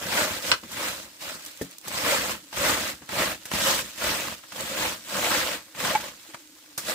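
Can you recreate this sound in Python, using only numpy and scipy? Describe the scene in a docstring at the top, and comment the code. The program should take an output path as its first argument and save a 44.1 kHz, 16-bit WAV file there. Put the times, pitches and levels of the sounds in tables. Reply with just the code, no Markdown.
"""Broom on an earth floor

A palm-leaf broom sweeps the packed earth of a slatted bamboo hut, about two strokes a second:
noise bands for floor thrum, catching leaf tips and swishing blades follow each stroke's effort.
Noise puffs and ringing modes make a clattering stick, a thudding log, straw, scuffs, footfalls
and a hollow knock. Sparse dull echoes, a faint wavering low drone and a thin hiss lie behind.
"""
import sys
import numpy as np
from scipy import signal
from scipy.fft import rfft, irfft
from scipy.io import wavfile
from scipy.ndimage import map_coordinates

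SR = 44100
rng = np.random.default_rng(int(sys.argv[2]) if len(sys.argv) > 2 else 0)


def wav_out(sig):
    """Save sig, one row per channel (or a flat mono array), as 16-bit PCM at SR to the path in sys.argv[1]."""
    wavfile.write(sys.argv[1], SR, np.round(np.clip(np.atleast_2d(sig).T, -1, 1) * 32767).astype(np.int16))


N = 306054
TIME_S = np.arange(N) / SR
CUTOFF_HZ = 15550
EFFORT_STEP = 32   # samples between effort readings

# All dB are relative: mix gains and filters follow.
# Broom strokes: (touchdown [s], contact length [s], settling time [s], drag [dB],
# push peak after touchdown [s], push half-width [s], push [dB], extra swish [dB], extra thrum [dB])
STROKES = [(0.0, .375, .025, -36.5, .19, .06, 13, -1.2, 0), (.41, .11, .04, -37, .09, .025, 2.5, 3, -3),
           (0.68, .36, .04, -47, .16, .076, 15.4, -1.4, -3), (1.195, .16, .02, -44, .08, .048, 4, .8, -5.5),
           (1.852, .47, .127, -32, .262, .045, 7.8, 0, .8),
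           (2.528, .372, .04, -33.3, .157, .054, 10.3, .3, 1.5),
           (3.091, .227, .04, -32.5, .125, .041, 7.6, -1, 1),
           (3.51, .285, .025, -30.5, .175, .043, 5.8, 2.1, .5),
           (3.972, .353, .065, -40.5, .106, .134, 12, .4, -2), (4.52, .415, .068, -37, .31, .049, 9, 0, -1),
           (5.06, .493, .07, -35.5, .25, .11, 10.3, 0, -1.5),
           (5.749, .336, .053, -42, .12, 0.08, 14.3, -1.2, -1.5),
           (6.8, .18, .082, -38.6, .099, .022, 8, 2.5, -3)]
# Broom position: (time [s], left-ear lag [samples])
BEARING = [(0, 4), (2, 5), (3.4, 0.5), (4.2, -0.5), (4.8, -5.5), (5.4, -1.5), (6.9, -3.5)]
# Leaves and straw rustling, during and between strokes: (time [s], level [dB])
RUSTLE = [(0, -44), (.35, -36), (.59, -51), (.88, -34), (1.11, -53), (1.46, -43.5), (1.81, -55),
          (2.42, -53), (3.06, -52), (3.42, -50), (3.99, -42), (4.4, -52), (5.01, -46), (5.66, -53),
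          (6.24, -50), (6.43, -55.5), (6.75, -55)]

# Spectra of floor thrum, leaf tips, blades, hiss: (frequency [Hz], gain [dB])
THRUM_SPECTRUM = [(22, -36), (33, -21), (45, -11.5), (62, 1), (85, 1.5), (140, -1.5), (195, 5.5),
                  (260, -1.5), (380, -2), (600, -38.5)]
SCRAPE_SPECTRUM = [(160, -27), (290, 1), (390, -7), (445, -2.5), (515, 4), (630, 1.5), (750, -1.5),
                   (1000, 0), (1600, -.5), (2300, -3.5), (3500, -8), (7000, -33), (15000, -26)]
SWISH_SPECTRUM = [(500, -15), (1400, -2.5), (2600, -0.5), (4000, 0), (6000, -2.5), (8100, -2), (9400, -7.5),
                  (15000, -7)]
AIR_SPECTRUM = [(20, -23), (45, -6), (120, -2.5), (450, -2), (1200, -29), (4000, 2), (7700, 3),
                (9500, -1.5), (15000, -3)]
# Spectra of stick contact, thud, straw snap, scuff: (frequency [Hz], gain [dB])
CLACK_SPECTRUM = [(30, -54), (100, -8), (300, -8), (600, 4.5), (800, -4), (1450, 10.5), (2100, -9.5),
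                  (3000, 1.5), (3600, -2), (4400, 0), (5600, -1.5), (6500, -13), (8200, -7.5), (10000, -22),
                  (15000, -36)]
THUD_SPECTRUM = [(20, -38), (35, -13), (70, -3), (170, 3), (400, -4), (650, -9.5), (1200, -25), (1800, -15),
                 (2400, -25), (15000, -39)]
SNAP_SPECTRUM = [(40, -26), (300, -5.5), (1500, -27), (3500, -5.5), (6000, -2), (8300, -3), (10000, -5),
                 (15000, -6)]
SCUFF_SPECTRUM = [(30, -27), (100, 0), (400, -3), (900, 7), (1800, 5.5), (3000, 0.5), (5000, -7),
                  (8000, -7), (15000, -23)]
# Left-right likeness: (frequency [Hz], correlation [-1 to 1])
LIKENESS = [(60, 0.98), (280, 1), (540, 0.87), (820, 0.35), (1500, 0.32), (2600, 0.26), (4000, 0.042),
            (15000, .03)]
# Stereo balance: (frequency [Hz], left minus right [dB])
BALANCE = [(60, 2), (300, 1.6), (1000, 0), (2000, 1.2), (4500, -1), (8000, -3), (14000, -2.5)]

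# Dry leaves and straw snap: (time [s], level [dB], t60 [s])
SNAPS = [(.717, -36, 0.067), (1.45, -34, .02), (1.462, -34, 0.056), (1.574, -37, .012), (1.618, -35, 0.09),
         (1.784, -33, 0.014), (1.881, -28.5, 0.043), (3.455, -34.5, 0.077), (4.608, -29, 0.021),
         (6.777, -27.5, 0.14)]
# Straw crackles under the moved log: (start [s], end [s])
CRACKLING = (1.39, 2.1)
# Broom, sandal or hand scuffs the ground: (time [s], level [dB], t60 [s])
SCUFFS = [(.122, -31, .11), (.634, -37, .06), (.771, -29, .078), (.884, -32, .09), (1.875, -34, .07),
          (2.528, -31, .042), (3.02, -44, .15), (3.091, -28.5, .05), (3.455, -36.5, .091),
          (3.5155, -22.5, .035), (3.729, -25, .07), (4.436, -40, .06), (4.52, -34, .07),
          (5.749, -37.5, .048), (5.804, -31, .05), (5.849, -21, .022), (5.951, -22.5, .076),
          (6.336, -40, .06), (6.3445, -30.5, .045), (6.778, -29.5, .096)]
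# Wood and sandals bump the earth: (time [s], level [dB], t60 [s])
BUMPS = [(.63, -43, .25), (1.355, -45, .08), (3.015, -47, .15), (3.825, -41, .07)]
# Stick lands and bounces: (time [s], level [dB], noise t60 [s])
STICK_HITS = [(.5158, -9, 0.028), (.5198, -16, 0.037), (.5255, -22, 0.05), (.5365, -24, 0.07),
              (.546, -31.5, .05)]
# Stick modes: (frequency [Hz], level [dB], t60 [s])
STICK_MODES = [(580, -25, 0.055), (967, -7.5, .1), (1035, -14, .1), (1240, -6, 0.079), (1520, -4, 0.13),
               (1611, -18, .09), (1965, -8, 0.1), (2100, -6, 0.097), (2460, 0, 0.068), (2600, -5, 0.09),
               (2660, -5, .07), (2966, 0, 0.077), (3500, -15, .07), (4170, 8.5, 0.044), (4468, 3, .03),
               (5050, -3, 0.041)]
# Log drops on the earth: (time [s], level [dB], noise t60 [s])
LOG_HITS = [(1.6128, -22.5, 0.062), (1.6245, -38, 0.1)]
# Log modes: (frequency [Hz], level [dB], t60 [s])
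LOG_MODES = [(184, -4, 0.15), (139, -12, 0.16), (240, -0.5, .025), (278, -9, 0.21), (442, -7, 0.065),
             (1790, -11, 0.046)]
# Sandals come down: (time [s], level [dB])
FOOTFALLS = [(2.575, -39), (4.06, -35)]
# Earth modes: (frequency [Hz], level [dB], t60 [s])
EARTH_MODES = [(48, -4, 0.17), (72.4, -1, .15)]
# Soft hollow knock: (time [s], level [dB], length [s])
KNOCK = (5.9565, -15.3, 0.006)
# Knock modes: (frequency [Hz], level [dB], tail t60 [s])
KNOCK_MODES = [(849, 2, 0.13), (1060, -21, .06), (1600, -18, .06), (2256, -10, .05)]
# Sudden low hollow rings at the drone's pitch, dying away: (time [s], level [dB], t60 [s])
DRONE_RINGS = [(2.43, -52, .35), (6.29, -49, .4), (6.52, -56, .25), (6.675, -55, .3)]

USUAL_EFFORT_DB = -30.0   # drag of an ordinary stroke
SWISH_DB, SWISH_FOLLOWS = -30.2, .81   # at usual effort; share of effort swing
THRUM_DB, THRUM_FOLLOWS = -43.3, .56   # likewise
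LANDING_WEIGHT_DB, WEIGHT_EASES_S = 4.5, .09   # broom weight on the floor; time constant
TOUCH_DB, TOUCH_DB_PER_S, LIFT_DB_PER_S = -13, 900, 335   # light first touch, its onset, release
RUSTLE_SCRAPE_DB, RUSTLE_THRUM_DB = -7.5, -23   # middle and bass re treble
RUSTLE_UNEVEN_DB, RUSTLE_DRIFT_HZ = 1.2, 14
CRACKLE_DB, CRACKLE_SPREAD_DB, CRACKLE_T60_S = -41, 1.5, .016
DRONE_DB, DRONE_WANDER_DB = -60.5, 1.5


def from_db(db):
    """Amplitude ratio of a level."""
    return 10 ** (np.asarray(db) / 20)


def added_db(*levels_db):
    """Power sum of unrelated sounds."""
    return 10 * np.log10(sum(from_db(db) ** 2 for db in levels_db) + 1e-20)


def rms_one(x):
    """Scale to unit RMS."""
    return x / np.sqrt(np.mean(x ** 2) + 1e-20)


def in_time(rows):
    """Curve columns interpolated at every sample."""
    s, *columns = np.transpose(rows)
    return [np.interp(TIME_S, s, column) for column in columns]


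def at_hz(points, hz):
    """Curve read on a log-frequency axis."""
    points = np.array(points)
    return np.interp(np.log(hz), np.log(points[:, 0]), points[:, 1])


def drift(rate_hz):
    """Smooth unit-spread chance: two-pole low-passed noise, made at SR / 40."""
    r = np.exp(-80 * np.pi * rate_hz / SR)
    noise = rng.standard_normal(N // 40 + 2002)
    slow = rms_one(signal.lfilter([1], [1, -2 * r, r * r], noise)[2000:])   # settled part
    return np.interp(np.arange(N) / 40, np.arange(len(slow)), slow)


def colour(x, gain_at, size=2048):
    """Minimum-phase filter of gain gain_at(Hz), by folded cepstrum."""
    hz = np.maximum(np.arange(size // 2 + 1) * SR / size, 1)
    cepstrum = irfft(np.log(gain_at(hz) + 1e-9))
    cepstrum[1:size // 2] *= 2
    cepstrum[size // 2 + 1:] = 0
    impulse = irfft(np.exp(rfft(cepstrum)))
    return signal.oaconvolve(x, impulse)[:N]


def voiced(pair, spectrum):
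    """Power-preserving colour of two unrelated noises: alike in the bass, diffuse on top."""
    def gain(hz):
        return from_db(at_hz(spectrum, hz))

    def alike(hz):
        return np.clip(at_hz(LIKENESS, hz), -.99, .99)

    power = np.mean(gain(np.linspace(1, CUTOFF_HZ, num=2000)) ** 2) * 2 * CUTOFF_HZ / SR
    mid = colour(pair[0], lambda hz: gain(hz) * np.sqrt(1 + alike(hz)))
    side = colour(pair[1], lambda hz: gain(hz) * np.sqrt(1 - alike(hz)))
    return np.array([mid + side, mid - side]) / np.sqrt(2 * power)


def dying(rows):
    """Envelope of sharp starts that decay exponentially."""
    power = np.zeros(N)
    for s, db, t60_s in rows:
        start = round(s * SR)
        since_s = TIME_S[:min(N - start, int(2 * t60_s * SR))]
        power[start:start + len(since_s)] += from_db(db - 60 * since_s / t60_s) ** 2
    return np.sqrt(power)


def bursts(rows):
    """Contacts as decaying puffs of noise."""
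    return dying(rows) * rng.standard_normal((2, N))


def ring(clicks, hz, t60_s):
    """Resonator: a unit click starts a decaying sine of about unit height."""
    r, w = from_db(-60 / (t60_s * SR)), 2 * np.pi * hz / SR
    return signal.lfilter([0, np.sin(w)], [1, -2 * r * np.cos(w), r * r], clicks + 1e-18)


def struck(hits, modes):
    """Each blow rings all modes at slightly random strength, with its own delay to each ear."""
    out = np.zeros((2, N))
    for k, (hz, mode_db, t60_s) in enumerate(modes):
        clicks = np.zeros(N)
        for s, db, *_ in hits:
            clicks[round(s * SR)] += from_db(db + mode_db + rng.normal(0, 1))
        tone = ring(clicks, hz, t60_s) * (-1) ** k
        out += [np.roll(tone, rng.integers(12)) for ear in range(2)]   # one delay per mode and ear
    return out


def slips(per_s, spread_db):
    """Tiny catches and releases of uneven size; unit power at any rate."""
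    chance = np.clip(per_s / SR, 1e-4, 1)
    sizes = from_db(spread_db * np.minimum(rng.exponential(1, N), 4))
    pulses = (rng.random(N) < chance) * sizes / np.sqrt(chance)
    return rms_one(pulses * rng.standard_normal((2, N)))


def flexing(pair, low_hz, high_hz, ring_db, count):
    """Dry blades ring a few cycles, each at its own pitch; bending shifts the colour."""
    out = pair.copy()
    for hz in np.geomspace(low_hz, high_hz, num=count):
        top, bottom = signal.iirpeak(hz, 9, fs=SR)
        bend = from_db(ring_db) * drift(30)
        out += bend * signal.lfilter(top, bottom, pair + 1e-18)
    return out


def sweeping():
    """Touchdown, drag, arm push and lift give an effort that sets thrum, scrape, swish [dB]."""
    step_s = TIME_S[::EFFORT_STEP]
    thrum, scrape, swish = [], [], []
    for (s, length_s, settle_s, drag_db, push_after_s, push_width_s, push_db,
         bright_db, heavy_db) in STROKES:
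        since_s = step_s - s
        landing_db = TOUCH_DB * np.clip(1 - since_s / settle_s, 0, 1)
        landing_db += TOUCH_DB_PER_S * np.minimum(since_s, 0)
        push = np.exp(-.5 * ((since_s - push_after_s) / push_width_s) ** 2)
        lift_db = LIFT_DB_PER_S * np.maximum(since_s - length_s, 0)
        effort_db = drag_db + push_db * push - lift_db - USUAL_EFFORT_DB
        weight_db = LANDING_WEIGHT_DB * np.exp(-np.maximum(since_s, 0) / WEIGHT_EASES_S)
        thrum.append(THRUM_DB + THRUM_FOLLOWS * effort_db + landing_db + heavy_db + weight_db)
        scrape.append(USUAL_EFFORT_DB + effort_db + landing_db)
        swish.append(SWISH_DB + SWISH_FOLLOWS * (effort_db + landing_db) + bright_db)
    rustle_db = (in_time(RUSTLE)[0] + RUSTLE_UNEVEN_DB * drift(RUSTLE_DRIFT_HZ))[::EFFORT_STEP]
    levels_db = (added_db(*thrum, rustle_db + RUSTLE_THRUM_DB),
                 added_db(*scrape, rustle_db + RUSTLE_SCRAPE_DB),
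                 added_db(*swish, rustle_db))
    return [np.interp(TIME_S, step_s, level_db) for level_db in levels_db]


def broom():
    """Harder strokes bring more tips to the ground; whole bunches catch and let go together."""
    thrum_db, scrape_db, swish_db = sweeping()
    bunches = drift(42)
    per_s = 5500 * from_db(.5 * (scrape_db - USUAL_EFFORT_DB))

    floor = slips(per_s=800, spread_db=1.3)
    thrum = voiced(floor * from_db(thrum_db + 1.9 * drift(35) - 0.5), THRUM_SPECTRUM)

    tips = flexing(slips(per_s * .6, spread_db=1.1), low_hz=555, high_hz=2985, ring_db=-6.5, count=14)
    scrape = voiced(tips * from_db(scrape_db + 0.88 * bunches - 1.5), SCRAPE_SPECTRUM)

    rubbing = 0.64 * slips(per_s * 1.3, spread_db=2.5) + 0.69 * rng.standard_normal((2, N))
    blades = flexing(rubbing, low_hz=1780, high_hz=8020, ring_db=-11.5, count=14)
    swish = voiced(blades * from_db(swish_db + 0.5 * bunches + 0.67), SWISH_SPECTRUM)

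    left, right = thrum + scrape + swish
    lag, = in_time(BEARING)
    return np.array([map_coordinates(left, [np.arange(N) - lag], order=3), right])


def background(drone_hz, air_db):
    """Sine drone, unsteady in pitch and strength, with sudden dying rings, over a thin hiss."""
    level = np.hypot(from_db(DRONE_DB + DRONE_WANDER_DB * drift(2.1)), dying(DRONE_RINGS))
    pitch_hz = drone_hz + 24 * drift(90)
    strength = level * from_db(2.5 * drift(35))
    drone = strength * np.sin(2 * np.pi * np.cumsum(pitch_hz) / SR)
    return drone + from_db(air_db) * voiced(rng.standard_normal((2, N)), AIR_SPECTRUM)


def crackles(count):
    """Stalks give way one by one at uneven moments: rows (time [s], level [dB], t60 [s])."""
    start_s, end_s = CRACKLING
    rows = []
    for k in range(count):
        s = start_s + (end_s - start_s) * (k + rng.random()) / count
        db = CRACKLE_DB + CRACKLE_SPREAD_DB * rng.standard_normal()
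        rows.append((s, db, CRACKLE_T60_S))
    return rows


def litter():
    """Noise puffs: bright straw snaps, duller scuffs, soft bumps on the earth."""
    snaps = voiced(bursts(list(SNAPS) + crackles(count=9)), SNAP_SPECTRUM)
    scuffs = voiced(bursts(SCUFFS), SCUFF_SPECTRUM)
    bumps = voiced(bursts(BUMPS), THUD_SPECTRUM)
    return from_db(1.5) * snaps + from_db(-0.5) * scuffs + bumps


def firewood():
    """Contact noise plus ringing modes: a stick clatters, a log lands dully."""
    clack = voiced(bursts(STICK_HITS), CLACK_SPECTRUM)
    stick = from_db(0.5) * clack + from_db(-12.0) * struck(STICK_HITS, STICK_MODES)
    thud = voiced(bursts(LOG_HITS), THUD_SPECTRUM)
    log = thud + from_db(-1.0) * struck(LOG_HITS, LOG_MODES)
    return stick + log


def footfalls():
    """Sandals make the earth boom in two low modes."""
    return struck(FOOTFALLS, EARTH_MODES)


def knock(tail_db):
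    """A soft contact swells and fades within milliseconds, leaving a faint ring."""
    s, db, length_s = KNOCK
    since_s, out = TIME_S - s, 0
    contact = np.exp(-(since_s / length_s) ** 2)
    for hz, mode_db, t60_s in KNOCK_MODES:
        decay_db = 60 * np.minimum(abs(since_s) / t60_s, 3)
        tail = (since_s > 0) * from_db(tail_db - decay_db)
        tone = np.sin(2 * np.pi * hz * since_s)
        out = out + from_db(db + mode_db) * np.maximum(contact, tail) * tone
    return out


def hut(x, t60_s, wall_cut_hz, count=70):
    """Open slats return sparse, short, dull echoes, different at each ear."""
    echoes = np.zeros((2, SR // 4))
    for ear in echoes:
        delay_s = .002 + .15 * rng.random(count) ** 2
        ear[(delay_s * SR).astype(int)] = rng.choice([-1, 1], count) * from_db(-60 * delay_s / t60_s)
    echoes /= np.sqrt(np.sum(echoes ** 2, axis=1, keepdims=True))
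    walls = signal.butter(1, [450, min(wall_cut_hz, CUTOFF_HZ)], "band", fs=SR, output="sos")
    return signal.sosfilt(walls, signal.oaconvolve(x, echoes, axes=1)[:, :N])


def scene():
    """Work, its echoes and the background, a little brighter on the right."""
    work = broom() + litter() + firewood() + footfalls() + knock(tail_db=-21)
    echoes = from_db(-10.0) * hut(work, t60_s=0.22, wall_cut_hz=7400)
    sound = work + echoes + background(drone_hz=305.3, air_db=-56)
    return np.array([colour(ear, lambda hz: from_db(sign * at_hz(BALANCE, hz) / 2))
                     for ear, sign in zip(sound, (1, -1))])


def record(dry):
    """High-pass at 33 Hz and steep low-pass at CUTOFF_HZ."""
    lean = signal.sosfilt(signal.butter(3, 33, "high", fs=SR, output="sos"), dry)
    return signal.sosfilt(signal.ellip(12, .1, 80, CUTOFF_HZ, fs=SR, output="sos"), lean)


dry = scene()
out = record(dry)
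wav_out(out)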